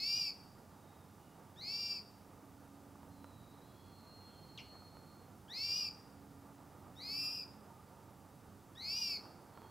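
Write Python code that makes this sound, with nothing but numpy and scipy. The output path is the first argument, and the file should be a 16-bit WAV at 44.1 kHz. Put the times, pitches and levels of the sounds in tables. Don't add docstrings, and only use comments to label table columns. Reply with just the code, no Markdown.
import sys
import numpy as np
from scipy import signal
from scipy.fft import rfft, irfft, next_fast_len
from scipy.io import wavfile
from scipy.ndimage import map_coordinates

SR = 44100
rng = np.random.default_rng(int(sys.argv[2]) if len(sys.argv) > 2 else 0)


def generate_wav(sig):
    pcm = np.round(np.clip(np.atleast_2d(sig).T, -1, 1) * 32767).astype(np.int16)
    wavfile.write(sys.argv[1], SR, pcm)


N = 427769
TIME_S = np.arange(N) / SR

# start t/s, top of climb t/s, accent t/s, end t/s, top f/Hz, glide/(Hz/s), scoop/Hz,
# accent/Hz, voice gap/Hz, gap widening/(Hz/s), sag/(dB/s), relative level/dB, upper-partial lift/dB
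CALLS = [(-.13, .083, .174, .31, 2337, 200.5, 350, 100, 406.4, 150, 0, -39, -5),
         (1.559, 1.719, 1.803, 1.995, 2296, 399, 300.3, 51.8, 399.6, 598, 1, -42.6, -4.5),
         (5.479, 5.656, 5.774, 5.89, 2348, 490.5, 502, 86, 387.5, -1100, 0, -39.9, -4.5),
         (6.953, 7.181, 7.36, 7.44, 2405, 371, 150, 53.9, 263, -1100, 17, -42, 2),
         (8.751, 8.972, 9.004, 9.175, 2436, -700, 268, 56, 428, 1098.5, -1, -39.5, -2.3)]
SYRINX_PARTIALS = {(1, 0): 0, (0, 1): 3, (-1, 2): -15, (-2, 3): -19, (4, -2): -23.5, (3, -1): -15, (2, 0): 0, (1, 1): -8.5, (0, 2): 0, (-1, 3): -15.5, (4, -1): -24, (3, 0): -15.5, (2, 1): -20, (1, 2): -23, (0, 3): -14.5, (4, 0): -17, (3, 1): -20, (2, 2): -19, (1, 3): -27, (0, 4): -15.5, (-1, 5): -17.5, (5, 0): -21.5, (4, 1): -20, (0, 5): -11, (-1, 6): -19, (6, 0): -19, (5, 1): -23, (4, 2): -17}
# f/Hz, gain/dB
THROAT_RESPONSE = [(1500, -16), (2150, -15.7), (2500, -14.5), (2700, -13.5), (2950, -15), (3400, -9.5),
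                   (4000, -2.5), (4800, 1.5), (5600, -4), (6300, -10.5), (7200, -10), (8700, -16),
                   (10500, -10.5), (12500, -11), (14500, -12), (16000, -17)]
# f/Hz, relative level/dB
RASP_SPECTRUM = [(1500, -24), (2500, -11.5), (3500, -12.5), (4900, -10), (5600, -7), (6400, -14.5),
                 (8700, -34), (10500, -22), (12500, -26), (14500, -12), (16000, -19)]
# f/Hz, relative level/dB
RUMBLE_SPECTRUM = [(20, -33), (40, -9), (62, -8.5), (95, 1.5), (135, -2), (190, -2), (260, -3.5),
                   (380, -19.5)]
RUSH_SPECTRUM = [(170, -13), (320, 2), (450, 0), (650, -2), (880, 1), (1070, -6), (1210, -1), (1300, -7.5),
                 (1370, -5.5), (1550, -11.5), (1900, -16), (3000, -29.5)]
# t/s, relative level/dB
RUMBLE_ENVELOPE = [(0, -60.5), (.9, -65), (2.0, -63.5), (4.6, -62.5), (5.8, -63), (7.2, -61), (8.0, -65),
                   (9.1, -61.5), (9.7, -64.5)]
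RUSH_ENVELOPE = [(0, -63.5), (2.0, -63), (4.6, -63.5), (7.4, -61.5), (8.5, -64.5), (9.3, -60.5)]
# multiple, relative level/dB
ORDERS = [(3, -77.5), (4, -71), (5, -75.5), (6, -75.5), (7, -72.5), (8, -75.5), (9, -72)]
# t/s, 1/e half-width/s, relative level/dB
SWELLS = [(3.0, 0.48, -66), (6.305, 0.24, -64), (7.197, 0.49, -67.5)]
# f/Hz, relative level/dB
HISS_MID_SPECTRUM = [(1060, -26), (1800, -5.5), (2680, -6), (2800, -6), (3550, -7), (3850, -5),
                     (3990, -8.5), (4910, -5), (5280, -7), (7860, -7.5), (15600, -9.5)]
HISS_SIDE_SPECTRUM = [(1800, 14), (3300, -31), (5500, 7), (8000, 10), (11000, -1.5)]
# start t/s, length/s, first f/Hz, last f/Hz, middle dip/Hz, relative level/dB
FAR_WHISTLES = [(.74, .33, 3800, 3715, -1.5, -81.5), (1.21, 0.13, 2880, 2910, 0, -81),
                (3.10, .62, 4200, 3970, 229.5, -77), (3.85, .32, 4140, 4050, 0.5, -76),
                (3.66, 0.25, 3370, 3370, 40.5, -77.5), (3.85, .65, 2790, 2800, 0.5, -84),
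                (4.22, 0.16, 3400, 3385, 1, -79), (4.28, .21, 3150, 3130, 0, -79),
                (9.55, .26, 3270, 3310, 0, -79), (9.52, 0.31, 4300, 4420, 0, -78)]
# t/s, relative level/dB
RUSTLE_PEAKS = [(2.955, -57), (3.031, -54), (3.244, -49.5), (4.753, -56), (4.822, -53), (4.97, -53),
                (9.255, -57), (9.575, -51), (9.619, -53)]
# f/Hz, relative level/dB
RUSTLE_SPECTRUM = [(500, 2), (900, 12), (1400, 8), (2000, -34), (3000, -22)]
# t/s, f/Hz, relative level/dB
LONG_WHISTLE_PATH = [(3.50, 4030, -82), (3.78, 4250, -79), (3.93, 4300, -69.5), (4.19, 4243, -64.5),
                     (4.35, 4263, -66.5), (4.74, 4305, -60), (4.95, 4285, -68), (5.19, 4290, -71),
                     (5.28, 4210, -86)]
# t/s, f/Hz, relative level/dB
FAR_PIPS = [(3.54, 1193, -69), (5.81, 1208, -64.5), (6.78, 1254, -72), (7.06, 914, -70), (7.26, 1234, -67),
            (7.71, 925, -65.5), (7.78, 1227, -69.5), (7.95, 898, -65.5), (8.98, 922, -68),
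            (9.18, 1213, -68.5), (9.62, 912, -60)]


def from_db(db):
    return 10 ** (np.asarray(db) / 20)


def unit_rms(x):
    return x / np.sqrt(np.mean(x ** 2) + 1e-20)


def in_time(rows, t=TIME_S):
    times_s, *columns = np.transpose(rows)
    return [np.interp(t, times_s, column) for column in columns]


def db_at(spectrum, hz):
    points_hz, level_db = np.transpose(spectrum)
    return np.interp(np.log(hz), np.log(points_hz), level_db)


def phase_of(hz):
    return 2 * np.pi * np.cumsum(hz) / SR


def span(start_s, end_s, fade_s=.0011):
    at = np.arange(max(int(start_s * SR), 0), min(int(end_s * SR), N))
    return at, np.clip(np.minimum(at - at[0], at[-1] - at) / (fade_s * SR), 0, 1)


def drift(rate_hz, size=N):
    knots = rng.standard_normal(int(2 * rate_hz * size / SR) + 4)
    coarse = np.arange(0, size + 20, 20)
    curve = map_coordinates(knots, [coarse * 2 * rate_hz / SR], order=2, mode="nearest")
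    return np.interp(np.arange(size), coarse, curve)


def noise(spectrum):
    size = next_fast_len(N)
    hz = np.maximum(np.arange(size // 2 + 1) * SR / size, 1)
    edges = np.minimum(1, np.minimum(hz / spectrum[0][0], spectrum[-1][0] / hz)) ** 4
    white = rfft(rng.standard_normal(size))
    return unit_rms(irfft(white * from_db(db_at(spectrum, hz)) * edges, size)[:N])


def stereo(mid, side, left_db):
    sign = np.array([[1], [-1]])
    return (mid + sign * side) * from_db(sign * left_db / 2)


def syrinx_voices(t, start_s, top_s, accent_s, end_s, top_hz, glide_hz_per_s, scoop_hz, accent_hz,
                  gap_hz, widening_hz_per_s, sag_db_per_s):
    climb_hz_per_s, droop_hz, narrowing_hz_per_s = 2397, 168, 230
    attack_db, swell_db_per_s, release_db = 14.5, 31, 8
    age_s, to_top_s, held_s = t - start_s, np.maximum(top_s - t, 0), np.maximum(t - top_s, 0)
    ending = np.exp((t - end_s) / .036)
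    wander_hz = 4.1 * drift(15.94, len(t))
    bend_hz = glide_hz_per_s * held_s + accent_hz * np.exp(-abs(t - accent_s) / .031) + wander_hz
    rise_hz = top_hz - scoop_hz * np.exp(-age_s / .027) - climb_hz_per_s * to_top_s
    low_hz = rise_hz + bend_hz - droop_hz * ending
    split = 1 - np.exp(-np.maximum(age_s - .047, 0) / .024)
    closing = 1 - .8 * np.exp((t - end_s) / .028)
    spacing_hz = gap_hz - widening_hz_per_s * to_top_s - narrowing_hz_per_s * held_s
    wobble_hz = 11.04 * drift(22, len(t))
    high_hz = low_hz + split * closing * (spacing_hz + .4 * bend_hz + wobble_hz)
    onset_db = -attack_db * np.exp(-age_s / .055) - swell_db_per_s * to_top_s
    return low_hz, high_hz, onset_db - sag_db_per_s * held_s - release_db * ending


def thrush(high_voice_db=-2.5, waver=.0018, jitter=.0028, unsteady_db=1.04, shimmer_db=.62,
           rasp_db=-22.5):
    out, effort = np.zeros(N), np.zeros(N)
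    for start_s, top_s, accent_s, end_s, *contour, call_db, lift_db in CALLS:
        at, gate = span(start_s, end_s)
        size = len(at)
        low_hz, high_hz, shape_db = syrinx_voices(TIME_S[at], start_s, top_s, accent_s, end_s, *contour)
        rough = 1 + 2.9 * np.exp((start_s - TIME_S[at]) / .04)
        low_phase, high_phase = [
            phase_of(hz * (1 + rough * (waver * drift(44.6, size) + jitter * drift(600, size))))
            for hz in (low_hz, high_hz)]
        low_db, high_db = [
            voice_db + shape_db + unsteady_db * drift(15.1, size) + shimmer_db * drift(150, size)
            for voice_db in (call_db, call_db + high_voice_db)]
        upper_db = lift_db + .28 * (low_db + 42)
        for (m, n), level_db in SYRINX_PARTIALS.items():
            high_share = abs(n) / (abs(m) + abs(n))
            voices_db = (1 - high_share) * low_db + high_share * high_db
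            throat_db = db_at(THROAT_RESPONSE, m * low_hz + n * high_hz)
            strength = from_db(level_db + voices_db + upper_db * (m + n > 3) + throat_db)
            phase = m * low_phase + n * high_phase + rng.uniform(0, 2 * np.pi)
            out[at] += np.sqrt(2) * gate * strength * np.sin(phase)
        octave_gain = from_db(db_at(THROAT_RESPONSE, 2 * low_hz))
        effort[at] = gate * np.hypot(from_db(low_db), from_db(high_db)) * octave_gain
    return out + from_db(rasp_db) * effort * noise(RASP_SPECTRUM)


def forest(x, near_db, near_t60_s, far_db, far_t60_s, side_db, sway_s=.00005, side_band_hz=(4800, 5500)):
    t, samples = TIME_S[:SR], np.arange(N)

    def echoes():
        sparse = rng.standard_normal(SR) * (rng.random(SR) < 900 / SR)
        branches = sparse * from_db(-60 * t / near_t60_s) * (t > .002)
        leaves = rng.standard_normal(SR) * from_db(-60 * t / far_t60_s) * (1 - np.exp(-t / .024))
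        response = from_db(near_db) * unit_rms(branches) + from_db(far_db) * unit_rms(leaves)
        return signal.oaconvolve(x, response)[:N] / np.sqrt(SR)

    swayed = np.interp(samples + sway_s * SR * drift(25), samples, echoes())
    sideways = signal.sosfilt(signal.butter(1, side_band_hz, "band", fs=SR, output="sos"), echoes())
    return stereo(x + swayed, from_db(side_db) * sideways, left_db=1)


def far_air(heave_db=.96, flutter_db=1):
    rumble = from_db(in_time(RUMBLE_ENVELOPE)[0] + heave_db * drift(3))
    rush = from_db(in_time(RUSH_ENVELOPE)[0] + flutter_db * drift(10))
    return [rumble * noise(RUMBLE_SPECTRUM) + rush * noise(RUSH_SPECTRUM) for _ in range(2)]


def engine(turn_hz=23.09, drone_hz=279.8, fading_db=2):
    turn = phase_of(turn_hz * (1 + .00815 * drift(2)))
    orders = np.zeros(N)
    for multiple, level_db in ORDERS:
        strength = from_db(level_db - 1 + fading_db * drift(3))
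        orders += strength * np.sin(multiple * turn + rng.uniform(0, 2 * np.pi))
    swell = from_db(-74) + sum(from_db(peak_db) * np.exp(-((TIME_S - peak_s) / width_s) ** 2)
                               for peak_s, width_s, peak_db in SWELLS)
    drone = swell * from_db(fading_db * drift(3)) * np.sin(phase_of(drone_hz + 2.45 * drift(5)))
    return np.sqrt(2) * (orders + drone)


def hiss(mid_db=-71.5, side_ratio_db=-16):
    mid, side = noise(HISS_MID_SPECTRUM), noise(HISS_SIDE_SPECTRUM)
    return from_db(mid_db) * stereo(mid, from_db(side_ratio_db) * side, left_db=0)


def whistle(hz, level_db, octave_db, waver, trill_hz, trill_depth):
    trill = np.sin(phase_of(trill_hz * (1 + .099 * drift(8.2, len(hz)))))
    phase = phase_of(hz * (1 + waver * drift(120, len(hz)) + trill_depth * trill))
    octave = from_db(octave_db + db_at(THROAT_RESPONSE, 2 * hz)) * np.sin(2 * phase)
    return np.sqrt(2) * from_db(level_db) * (np.sin(phase) + octave)


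def far_whistles(fade_db=3.5):
    out = np.zeros(N)
    for start_s, length_s, first_hz, last_hz, dip_hz, peak_db in FAR_WHISTLES:
        at, gate = span(start_s, start_s + length_s)
        along = (TIME_S[at] - start_s) / length_s
        arch = np.sin(np.pi * along)
        hz = first_hz + (last_hz - first_hz) * along - dip_hz * arch
        level_db = peak_db - fade_db * (1 - arch)
        out[at] += gate * whistle(hz, level_db, octave_db=-30, waver=.0095,
                                  trill_hz=90.4, trill_depth=.0084)
    return out


def rustles(t60_s=.029, gain_db=.5):
    touches = np.zeros(N)
    for start_s, peak_db in RUSTLE_PEAKS:
        touches[int(start_s * SR)] = from_db(peak_db + gain_db)
    envelope = signal.lfilter([1], [1, -from_db(-60 / (t60_s * SR))], touches + 1e-18)
    return envelope * noise(RUSTLE_SPECTRUM)


def long_whistle(gain_db=-3):
    out = np.zeros(N)
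    at, gate = span(LONG_WHISTLE_PATH[0][0], LONG_WHISTLE_PATH[-1][0])
    hz, level_db = in_time(LONG_WHISTLE_PATH, TIME_S[at])
    out[at] = gate * whistle(hz, level_db + gain_db, octave_db=-30, waver=.0017,
                             trill_hz=176, trill_depth=.019)
    return out


def pips(sigma_s=.045, blur_hz=22):
    out = np.zeros(N)
    for peak_s, hz, peak_db in FAR_PIPS:
        at, gate = span(peak_s - .2, peak_s + .2)
        phase = 2 * np.pi * hz * TIME_S[at]
        blurred = drift(blur_hz, len(at)) * np.cos(phase) + drift(blur_hz, len(at)) * np.sin(phase)
        swell = np.exp(-.5 * ((TIME_S[at] - peak_s) / sigma_s) ** 2)
        out[at] += gate * from_db(peak_db) * swell * blurred
    return out


def chup(start_s=4.575, length_s=.033, rest_hz=2350, fall_hz=1500, fall_s=.009,
         warble_hz=101.4, depth_hz=470, warble_db=2, fade_db=6.5):
    out = np.zeros(N)
    at, gate = span(start_s, start_s + length_s)
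    age_s = TIME_S[at] - start_s
    warble = np.cos(2 * np.pi * warble_hz * age_s)
    hz = rest_hz + fall_hz * np.exp(-age_s / fall_s) + depth_hz * warble
    level_db = -50.5 + warble_db * warble - fade_db * (age_s / length_s) ** 2
    out[at] = gate * whistle(hz, level_db, octave_db=-6.5, waver=.019, trill_hz=298, trill_depth=.01)
    return out


def scene():
    close = forest(thrush(), near_db=-7, near_t60_s=.16, far_db=-16.5, far_t60_s=.66, side_db=-18)
    neighbours = forest(chup() + long_whistle(),
                        near_db=-5.5, near_t60_s=.21, far_db=-13, far_t60_s=.51, side_db=-10.5)
    distant = forest(far_whistles(), near_db=-3, near_t60_s=.2, far_db=-2, far_t60_s=.7, side_db=-14)
    air_mid, air_side = far_air()
    background = stereo(air_mid + engine() + pips() + rustles(), from_db(-16) * air_side, left_db=-3.8)
    return from_db(-1) * close + neighbours + from_db(-2) * distant + background + hiss()


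def record(dry, cutoff_hz=15750):
    return signal.sosfilt(signal.ellip(12, .1, 70, cutoff_hz, fs=SR, output="sos"), dry)


dry = scene()
out = record(dry)
generate_wav(out)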